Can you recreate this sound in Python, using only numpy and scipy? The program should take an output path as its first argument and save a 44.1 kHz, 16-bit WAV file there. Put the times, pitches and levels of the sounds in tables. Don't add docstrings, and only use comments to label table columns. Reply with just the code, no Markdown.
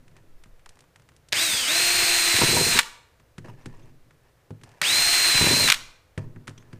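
import sys
import numpy as np
from scipy import signal
from scipy.fft import rfft, irfft, next_fast_len
from scipy.io import wavfile
from scipy.ndimage import uniform_filter1d

SR = 44100
rng = np.random.default_rng(int(sys.argv[2]) if len(sys.argv) > 2 else 0)


def makeup_ratio(level_db):
    decades = np.asarray(level_db, float) / 20
    return 10 ** decades


def output_pcm(signal):
    pcm = np.clip(np.atleast_2d(signal).T, -1, 1) * 32767
    wavfile.write(sys.argv[1], SR, np.round(pcm).astype(np.int16))


N = 299439

TEETH = 12
# shaft_multiple, level_db
SHAFT_ORDERS = [(1, -5), (2, 3), (3, -5), (4, -5), (5, 3), (6, -4), (8, 4), (10, 8), (11, -5.5), (13, 11),
                (14, -2.5), (15, 6), (16, 3), (17, 7), (18, 5), (19, 5), (20, 8), (21, 7), (22, 5),
                (24, 1.5), (25, 8), (27, 5), (28, 2), (30, 9), (32, 5), (35, 8), (41, 6), (42, 4)]
# pitch_hz, density_db_per_hz
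GEARBOX_SHELL = [(180, -42), (300, -22), (358, -16.5), (495, -19.5), (686, -13), (1180, -11), (1760, -4),
                 (2590, -1), (3170, -8), (3870, -4.5), (4020, -9.5), (4730, -9.5), (6000, -14),
                 (7800, -38.5), (13200, -120)]
# pitch_hz, density_db_per_hz
FAN_VENTS = [(2650, -29), (4500, -2), (4720, -8), (5560, -6), (6700, -3), (7260, -6.5), (8600, 0),
             (9820, -11), (10700, -15), (10900, -17.5), (11600, -16), (12500, -12), (14700, -13),
             (15700, -23), (16000, -61)]
# pitch_hz, gain_db
ORDER_LIFT = [(200, -11.5), (345, -5), (520, -11), (700, -4), (1700, 1), (3400, 1), (4400, 4.5), (4900, 13),
              (5250, 4), (5800, -6.5), (7000, 5.5), (7700, -3.5), (8500, 7), (9600, -8.5), (10350, -1),
              (11100, -12), (12100, -4), (13000, -12), (14300, -8), (15500, -16)]
# pulled_s, released_s
PULLS_A = [
    (1.333, 1.434),
    (1.668, 2.712),
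]
PULLS_B = [
    (4.823, 5.626),
]
BRAKE_A = 2.763
BRAKE_B = 5.673
# time_s, share_of_full_load
LOAD_A = [(1.87, 0), (2.006, 0.21), (2.244, 0.39), (2.336, 0.78), (2.37, 0.82), (2.412, 0.55),
          (2.442, 0.81), (2.712, 0.12)]
LOAD_B = [(4.95, 0.1), (5.24, 0.31), (5.3, 0.42), (5.345, 0.84), (5.38, 0.62), (5.452, 0.9), (5.622, 0.23)]
# full_speed_whine_db, shaft_hum_db, break_in_s, runs_free_s, bite_db
HOLE_A = (-26, -44.5, 2.5, 3, -27)
HOLE_B = (-21.5, -49.5, 5.5, 6, -27)
# time_s, peak_db, ring_hz, burst_ms
CLACKS = [(1.322, -22, 3000, 2), (1.3258, -5, 3700, 1.5), (1.330, -5.5, 2250, 2.6), (2.364, -10, 1750, 6.9),
          (5.377, -9.5, 1750, 5), (2.767, -14, 1514, 2.7), (2.7731, -9, 3700, 3), (2.777, -12, 1472, 5),
          (2.783, -17, 2400, 3), (2.7893, 3, 2000, 1.4), (2.7912, -1, 2204, 2), (2.7932, -1, 1800, 1.8),
          (2.7975, -8, 2100, 2.7), (2.803, -16, 1814, 2.3), (4.8153, -10.5, 2500, 2.5),
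          (4.817, -8, 1603, 2.4), (4.8195, -19.5, 1820, 3.7), (5.676, -9.5, 1680, 6), (5.685, -8, 2094, 4),
          (5.695, -14, 3895, 3.9), (5.7003, 2, 1870, 2), (5.7045, -7, 2500, 1.3), (5.710, -11, 4000, 3.3),
          (5.7192, -4.5, 1610, 1.5), (5.7064, -9, 1500, 1.7), (5.689, -8, 2600, 3), (5.7231, 1, 2300, 1.7),
          (5.732, -17.5, 2500, 3), (5.738, -18, 1700, 3), (5.743, -12.5, 3820, 4), (5.748, -22, 2600, 3),
          (5.759, -28, 3500, 1.7), (5.768, -32, 1800, 3), (2.809, -21, 3900, 3.6), (2.816, -24, 1500, 2),
          (2.831, -26, 3000, 1.5)]
# pitch_hz, level_db, t60_s
DRILL_SHELL = [(1300, -1.5, 0.0049), (1710, -2, 0.016), (2500, -4.5, 0.013), (3300, -6.5, 0.0045),
               (4030, -4, 0.0079), (5470, -9.5, 0.0067), (7060, -6, 0.0044), (8730, -11.5, 0.012),
               (11100, -17, 0.001)]
# pitch_hz, level_db, t60_s
HULL = [(107, 1.5, 0.17), (149.6, -0.5, 0.18), (175, -0.5, 0.091), (241.3, -1, 0.1), (285, -10, 0.12),
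        (345, -3, 0.083), (389, -1.5, 0.085), (453, -9.5, 0.093), (510, -5, 0.071), (630, -10, 0.1),
        (674, -13, 0.028), (820, -14, 0.085), (936, -11, 0.089), (1120, -14.5, 0.034), (1400, -22, 0.044)]
# time_s, peak_db,
# brightness_db, ring_hz
CATCHES = [(1.326, -26, -4, 600), (4.816, -27, -6, 597), (2.339, -24, -22, 110), (2.384, -22, -20, 150),
           (2.414, -10.5, -0.5, 405), (2.433, -12.5, -18.5, 387), (2.477, -23, -12, 353.5),
           (2.51, -21, -9, 428.3), (2.535, -22.5, -10, 383), (2.564, -16.5, -3.5, 943),
           (2.585, -19, -10, 364), (2.61, -20, -13, 360), (5.343, -22, -24, 120), (5.385, -27, -20, 110),
           (5.41, -11, -3.5, 405), (5.42, -14.5, -18, 150), (5.439, -15, -14.5, 352),
           (5.463, -14.5, -5.5, 338), (5.508, -15, -2.5, 399), (5.558, -27.5, -17, 415)]
# time_s, peak_db, ring_hz, treble_db
TICKS = [(0.08, -45, 2330, -14.5), (0.166, -41.5, 2090, -14), (0.437, -42.5, 2220, -13),
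         (0.594, -51, 2220, -18), (0.66, -36.5, 840, -20), (0.691, -36.5, 934, 2), (0.756, -50, 1100, -5),
         (0.771, -45, 708, -28), (0.79, -45, 2040, -11), (0.806, -43, 1040, -1), (0.822, -53, 724, -24.5),
         (0.84, -49, 942, -26), (0.959, -41.5, 1630, -17), (0.997, -49, 974, -18), (1.02, -50, 1060, -15),
         (1.089, -44, 1707, -16), (1.119, -49.5, 1040, -16.5), (1.138, -55.5, 1250, -6),
         (1.164, -44, 907, 4), (1.286, -39.5, 2130, -0.5), (4.108, -45.5, 1710, -24),
         (4.691, -48, 734, -13), (4.716, -48.5, 1844, -13), (4.74, -60.5, 818, 1), (4.775, -56, 830, -15)]
# time_s, peak_db, boom_db, ring_hz, treble_db
KNOCKS = [(0.114, -54, -50, 2420, -15), (0.458, -48, -48.5, 1120, -21), (3.198, -50, -55, 1106, -20),
          (3.381, -33.5, -31, 1575, -17), (3.449, -58, -36.5, 982, -15), (3.483, -40, -35.5, 964, -32),
          (3.499, -44, -56, 1000, -31), (3.658, -31.5, -28.5, 1510, -15), (3.775, -60, -56, 856, -24),
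          (3.795, -52, -53, 693, -16), (3.856, -54, -51.5, 790, -16), (4.506, -40, -27.5, 707, -27.5),
          (4.613, -49, -48, 2200, -15), (4.635, -35.5, -45.5, 900, -12), (6.177, -27, -19.5, 1780, -22),
          (6.36, -42, -33.5, 1790, -34), (6.413, -62.5, -45.5, 787, -23.5), (6.472, -36, -49, 2300, -16),
          (6.478, -27, -31.5, 1470, -19), (6.493, -39, -39.5, 1380, -10), (6.578, -42, -40, 3360, -15),
          (6.625, -49, -50, 1614, -23), (6.73, -39, -32.5, 1590, -20.5)]
# start_s, length_s, level_db, change_db
SCUFFS = [(0.153, 0.054, -65, 4), (0.7, 0.12, -59, -22), (3.44, 0.12, -49, -15.5),
          (3.56, 0.37, -58.5, -7.5), (4.224, 0.079, -72, 5), (4.641, 0.24, -59, -4),
          (6.181, 0.09, -48.5, -22), (6.475, 0.044, -54, -8), (6.549, 0.256, -69.5, 6)]
# pitch_hz, density_db_per_hz
SCUFF_SPECTRUM = [(240, -38), (400, -5.5), (887, -4.5), (967, -2), (1210, -12.5), (1300, -12),
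                  (1590, -12.5), (1730, -2), (2030, -13.5), (2690, -12.5), (3480, -25.5), (5180, -21),
                  (12000, -35), (15600, -66), (22000, -120)]
# start_s, length_s, level_db, pitch_hz
SQUEAKS = [(3.437, 0.042, -61, 1750), (3.475, 0.045, -53, 960), (3.481, .03, -57, 2700),
           (3.48, .02, -63, 5300), (3.605, 0.034, -70, 5900), (3.615, .02, -70, 3650),
           (3.768, .008, -65, 7300), (3.793, 0.011, -60, 2650), (3.814, 0.031, -68, 3550),
           (3.82, 0.028, -70, 6320), (6.574, 0.017, -53.5, 5900), (6.575, .014, -56, 3300),
           (6.585, .06, -69, 6400), (6.59, 0.037, -68.5, 3400), (6.592, 0.015, -60, 1000),
           (6.469, .01, -52, 2300), (6.501, .025, -56, 1300), (6.725, 0.013, -58, 4800),
           (6.23, .03, -59, 950)]
# full_from_s, held_s, mount_rumble_db, hull_murmur_db
LEANS = [(0.0, 0.28, -53, -58.5), (0.4, 0.02, -37.5, -64), (0.55, 0.11, -49, -73), (0.76, 0.074, -72, -63),
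         (0.96, 0.17, -72, -64.5), (1.5, 0.05, -52, -71), (1.83, 0.49, -45.5, -72.5),
         (2.42, 0.33, -41, -70), (3.44, 0.098, -46.5, -48.5), (3.68, 0.23, -45.5, -53),
         (4.07, 0.079, -58, -61.5), (4.55, 0.15, -68.5, -57.5), (5.0, 0.3, -50, -70),
         (5.39, 0.02, -35, -70.5), (5.5, 0.31, -46, -55), (6.24, 0.0096, -44, -41),
         (6.35, 0.48, -51.5, -56)]
# pitch_hz, t60_s
GARAGE_DECAY = [(150, 0.28), (700, 0.63), (2000, 0.56), (5000, 0.5), (12000, 0.38)]
# pitch_hz, level_db
WALLS = [(150, 1), (600, 0.5), (1100, -0.5), (1800, -6.5), (4000, -4.5), (6000, -0.5), (8500, -2.5),
         (15000, -2)]
# delay_s, level_db
SLAPS = [(.04, -15.5), (.072, -20)]
# pitch_hz, density_db_per_hz
FLOOR = [(29, -32.5), (50, 3), (131, -1), (213, -16.5), (495, -7.5), (802, -15.5), (1700, -17), (3180, -24),
         (13500, -32), (14900, -29.5), (16000, -56.5)]

FREE_HZ, START_HZ, SAG_HZ = 4196, 1200, 199.8
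SPIN_UP_S, COAST_HZ_PER_S, BRAKING_S = 0.037, 4800, 0.033
RATTLE_DB, HISS_DB, SHAVING_DB = -26.5, -24.5, -45
WHINE_SLOW_DB, RATTLE_SLOW_DB, HISS_SLOW_DB = 22, 9.5, 20
WHINE_LOAD_DB, RATTLE_LOAD_DB, HISS_LOAD_DB = -1, 2, 0.4
PULL_DB = 11.5
COASTING_DB, THROUGH_DB = -3.5, -2.5
BITE_RISE_DB_PER_S, BITE_SAG_DB_PER_S, BITE_FALL_DB_PER_S = 250.5, 20.5, 71
CLACK_TREBLE_DB = -9
TICK_BOOM_DB, TICK_MS, KNOCK_MS = -21, 4.8, 6.5
RUMBLE_ON_DB_PER_S, MURMUR_ON_DB_PER_S, LEAN_OFF_DB_PER_S = 198, 603, 100.5
STILL_RUMBLE_DB, STILL_MURMUR_DB = -75.5, -72.5
SQUEAK_WIDTH = 0.054
FLOOR_DB = -62.5


def motor(*run):
    start, mesh_hz, (whine_db, rattle_db, hiss_db, bite_db, hum_db) = controls(*run)
    n = len(mesh_hz)
    turns = np.cumsum(mesh_hz / TEETH) / SR + .004 * wander(n, 25)
    whine = (1 + 0.15 * wander(n, 100)) * np.cos(2 * np.pi * TEETH * turns)
    knocks = rng.standard_normal(n) * makeup_ratio(1.2 * wander(n, 400) + 0.4 * wander(n, 30))
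    rattle = colour(knocks, GEARBOX_SHELL)
    gusts_db = 1.2 * wander(n, 450) + .6 * np.cos(2 * np.pi * turns)
    hiss = colour(rng.standard_normal(n) * makeup_ratio(gusts_db), FAN_VENTS)
    chips = rng.standard_normal(n) * makeup_ratio(5.0 * wander(n, 45))
    bite = unit_rms(signal.oaconvolve(chips, ring(HULL, damping=2.0, tilt_db=12.5))[:n])
    unbalance = np.cos(2 * np.pi * turns) + makeup_ratio(-2) * np.cos(2 * 2 * np.pi * turns)
    hum = (1 + .45 * wander(n, 30)) * unbalance

    slack_db = 19 * (1 - mesh_hz / mesh_hz.max())
    sound = makeup_ratio(whine_db + 2.5) * whine
    sound += makeup_ratio(hiss_db - 7.0 + slack_db) * shaft_pattern(turns)
    sound += makeup_ratio(rattle_db + 2.07) * rattle
    sound += makeup_ratio(hum_db + 3.5) * hum
    sound += makeup_ratio(hiss_db - 0.3) * hiss
    sound += makeup_ratio(bite_db - 1.0) * bite
    return start, sound * signal.windows.tukey(n, .006)


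def controls(pulls, brake_s, load_rows, hole):
    whine_db, hum_db, break_s, free_s, bite_db = hole
    t = np.arange(pulls[0][0], brake_s + BRAKING_S, 1 / SR)
    load = np.interp(t, *np.transpose(load_rows))
    braking = np.maximum(t - brake_s, 0) / BRAKING_S
    hz = (spin(t, pulls) - SAG_HZ * load) * (1 - 0.38 * braking ** 1.5)
    slow = 1 - hz / FREE_HZ
    before_release = t < pulls[-1][1]
    between_pulls = 1. * (t < pulls[-1][0]) * (t > pulls[0][1])
    coasting = uniform_filter1d(between_pulls, size=900)
    through = np.clip((t - break_s) / 0.06, 0, 1)

    whine = whine_db - WHINE_SLOW_DB * slow + WHINE_LOAD_DB * load - 17 * braking
    whine += PULL_DB * slow * (1 - coasting) * before_release
    rattle = RATTLE_DB - RATTLE_SLOW_DB * slow + RATTLE_LOAD_DB * load
    rattle += COASTING_DB * coasting + THROUGH_DB * through * before_release
    hiss = HISS_DB - HISS_SLOW_DB * slow + HISS_LOAD_DB * load - 3 * braking
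    bite = bite_db + plateau(t, break_s, free_s, BITE_RISE_DB_PER_S, BITE_FALL_DB_PER_S)
    bite -= BITE_SAG_DB_PER_S * np.maximum(t - break_s, 0)
    hum = hum_db - 30 * slow - 4 * coasting - 5 * through - 12 * braking
    return t[0], hz, (whine, rattle, hiss, np.maximum(bite, SHAVING_DB), hum)


def spin(t, pulls):
    hz, reached, since = np.zeros(len(t)), START_HZ, t[0]
    for on, off in pulls:
        reached -= COAST_HZ_PER_S * (on - since)
        powered = FREE_HZ - (FREE_HZ - reached) * np.exp(-(np.clip(t, on, off) - on) / SPIN_UP_S)
        hz = np.where(t >= on, powered - COAST_HZ_PER_S * np.maximum(t - off, 0), hz)
        reached, since = powered[-1], off
    return hz


def shaft_pattern(turns):
    multiples = np.arange(1, 43)
    db = np.zeros(len(multiples))
    for multiple, level_db in SHAFT_ORDERS:
        db[round(multiple) - 1] = level_db
    db[TEETH - 1] = -99
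    phase, pace, lag = rng.random((len(db), 3)).T
    t = np.arange(len(turns)) / SR
    total = np.zeros(len(turns))
    for i, multiple in enumerate(multiples):
        swell = 1 + .5 * np.sin(2 * np.pi * ((2 + 5.0 * pace[i]) * t + lag[i]))
        total += makeup_ratio(db[i]) * swell * np.cos(2 * np.pi * (multiple * turns + phase[i]))
    return colour(total, ORDER_LIFT)


def clack(s, db, hz, ms):
    force = burst(ms)
    modes = [(hz, 2.5, .006)] + DRILL_SHELL
    shell = ring(modes, damping=1.6, tilt_db=CLACK_TREBLE_DB + 7, spot_db=4.5)
    sound = peaked(signal.fftconvolve(force, shell), -7)
    crack = colour(force, [(250, -30), (800, -9), (hz, 0), (4300, -5), (5500, CLACK_TREBLE_DB),
                           (9000, CLACK_TREBLE_DB - 3.5), (15000, CLACK_TREBLE_DB - 15.0)])
    add(sound, 0, peaked(crack, 0))
    sound = highpass(sound, 2, 850)
    return s - .001, peaked(sound, db)


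def catch(s, db, bright_db, hz):
    hull = ring([(hz, -2, .2)] + HULL, damping=3.0, tilt_db=27.5 + bright_db, spot_db=0.5)
    return s - .001, peaked(signal.fftconvolve(burst(8.4), hull), db - 0.5)


def knock(*row):
    return touch(*row, KNOCK_MS)


def tick(s, db, hz, treble_db):
    return touch(s, db, db + TICK_BOOM_DB, hz, treble_db, TICK_MS)


def touch(s, db, boom_db, hz, treble_db, ms):
    tick_sound = colour(burst(ms), [(300, -30), (800, -7), (hz, 0), (4500, treble_db + 4),
                                    (9000, treble_db + 2), (16000, treble_db - 25.0)])
    boom = signal.fftconvolve(burst(1.5), ring(HULL, damping=0.76, tilt_db=-25.5, spot_db=2.0))
    out = makeup_ratio(boom_db - 9) * boom / np.sqrt(np.mean(boom[:1500] ** 2))
    add(out, 0, peaked(tick_sound, db))
    return s - .001, out


def scuff(start, length, first_db, change_db):
    db = np.linspace(first_db, first_db + change_db, round(length * SR))
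    slips = rng.standard_normal(len(db)) * makeup_ratio(3.0 * wander(len(db), 120))
    return start, makeup_ratio(db) * colour(slips, SCUFF_SPECTRUM) * signal.windows.tukey(len(db), .15)


def squeak(start, length, db, hz):
    slips = rng.standard_normal(4000)[:round(length * SR)]
    low, high = hz * (1 - SQUEAK_WIDTH), hz * (1 + SQUEAK_WIDTH)
    band = [(hz * .6, -40), (low, -12), (hz, 0), (high, -12), (hz * 1.7, -40)]
    return start, makeup_ratio(db) * colour(slips, band) * np.hanning(len(slips))


def hands():
    t = np.arange(N) / SR
    s, held, sway_db, press_db = np.transpose(LEANS)[:, :, None]
    sway = sway_db + plateau(t, s, s + held, RUMBLE_ON_DB_PER_S, LEAN_OFF_DB_PER_S)
    press = press_db + plateau(t, s, s + held, MURMUR_ON_DB_PER_S, LEAN_OFF_DB_PER_S)
    rumble_db = np.maximum(sway.max(axis=0), STILL_RUMBLE_DB)
    murmur_db = np.maximum(press.max(axis=0), STILL_MURMUR_DB)
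    rumble = colour(rng.standard_normal(N), [(3, -3.5), (8, 10.0), (28, -4.5), (50, -20.5), (100, -62.0)])
    murmur = unit_rms(signal.oaconvolve(rng.standard_normal(N), ring(HULL, tilt_db=-25.5))[:N])
    return 0, makeup_ratio(rumble_db) * rumble + makeup_ratio(murmur_db) * murmur


def garage(x):
    taps = np.zeros(SR)
    at = np.arange(300, SR - 20, 20)
    taps[at + rng.integers(0, 20, len(at))] = rng.choice([-1., 1.], len(at))
    hz, t, z = signal.stft(taps, SR, nperseg=256)
    decay = makeup_ratio(-60 * t / read(GARAGE_DECAY, hz)[:, None])
    tail = signal.istft(z * decay, SR, nperseg=256)[1]
    tail = colour(tail, WALLS) / np.sqrt(len(tail))
    for s, db in SLAPS:
        tail[round(s * SR)] += makeup_ratio(db)
    return signal.fftconvolve(x, tail)[:N]


def room_floor():
    return makeup_ratio(FLOOR_DB) * colour(rng.standard_normal(N), FLOOR)


def ring(modes, damping=1, tilt_db=0, spot_db=0):
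    t = np.arange(round(SR * .9 * max(m[2] for m in modes) / damping)) / SR
    top = max(m[0] for m in modes)
    luck = rng.standard_normal(len(modes))
    total = np.zeros(len(t))
    for k, (hz, db, t60) in zip(luck, modes):
        level_db = db + spot_db * np.sin(9 * k) + tilt_db * hz / top
        decay = makeup_ratio(level_db - 60 * damping * t / t60)
        total += np.sign(k) * decay * np.sin(2 * np.pi * hz * t)
    return total


def burst(ms):
    t = np.maximum(np.arange(-40, 2008) / SR, 0)
    shape = np.exp(-1000 * t / max(ms, .2)) * np.minimum(t / 0.00046, 1)
    z = rfft(rng.standard_normal(len(t)) * shape)
    flat = z / (abs(z) + .15 * abs(z).mean())
    return irfft(flat, len(t)) * shape ** .25


def plateau(t, start, end, on_db_per_s, off_db_per_s):
    return -on_db_per_s * np.maximum(start - t, 0) - off_db_per_s * np.maximum(t - end, 0)


def wander(count, hz):
    return unit_rms(signal.lfilter(*signal.butter(2, hz, fs=SR), rng.standard_normal(count)))


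def colour(x, points):
    size = next_fast_len(len(x))
    gain = makeup_ratio(read(points, np.fft.rfftfreq(size, 1 / SR)))
    return unit_rms(irfft(rfft(x, size) * gain, size)[:len(x)])


def read(points, hz):
    f, value = np.transpose(points)
    return np.interp(np.log(hz + 1), np.log(f + 1), value)


def highpass(x, order, hz):
    return signal.sosfilt(signal.butter(order, hz, "high", fs=SR, output="sos"), x)


def unit_rms(x):
    return x / np.sqrt(np.mean(x ** 2) + 1e-20)


def peaked(x, db):
    return makeup_ratio(db) * x / abs(x).max()


def add(mix, s, sound):
    part = mix[round(s * SR):][:len(sound)]
    part += sound[:len(part)]


def scene():
    near, close = np.zeros(N), np.zeros(N)
    runs = [(PULLS_A, BRAKE_A, LOAD_A, HOLE_A), (PULLS_B, BRAKE_B, LOAD_B, HOLE_B)]
    for source, table in ((motor, runs), (clack, CLACKS), (catch, CATCHES), (knock, KNOCKS), (tick, TICKS)):
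        for row in table:
            add(near, *source(*row))
    for source, table in ((scuff, SCUFFS), (squeak, SQUEAKS)):
        for row in table:
            add(close, *source(*row))
    add(close, *hands())
    near = highpass(near, 3, 70)
    mono = near + makeup_ratio(-17.5) * garage(near) + close + room_floor()
    return np.array([mono, mono])


def top_cut(x):
    return signal.sosfilt(signal.butter(12, 16450, fs=SR, output="sos"), x)


def record(dry):
    limited = 1.25 * np.tanh(dry / 1.25)
    edge = signal.firwin(801, 15320, window=("kaiser", 7), fs=SR)
    finished = signal.oaconvolve(limited, edge[None], "same")
    return top_cut(finished)


dry = scene()
out = record(dry)
output_pcm(out)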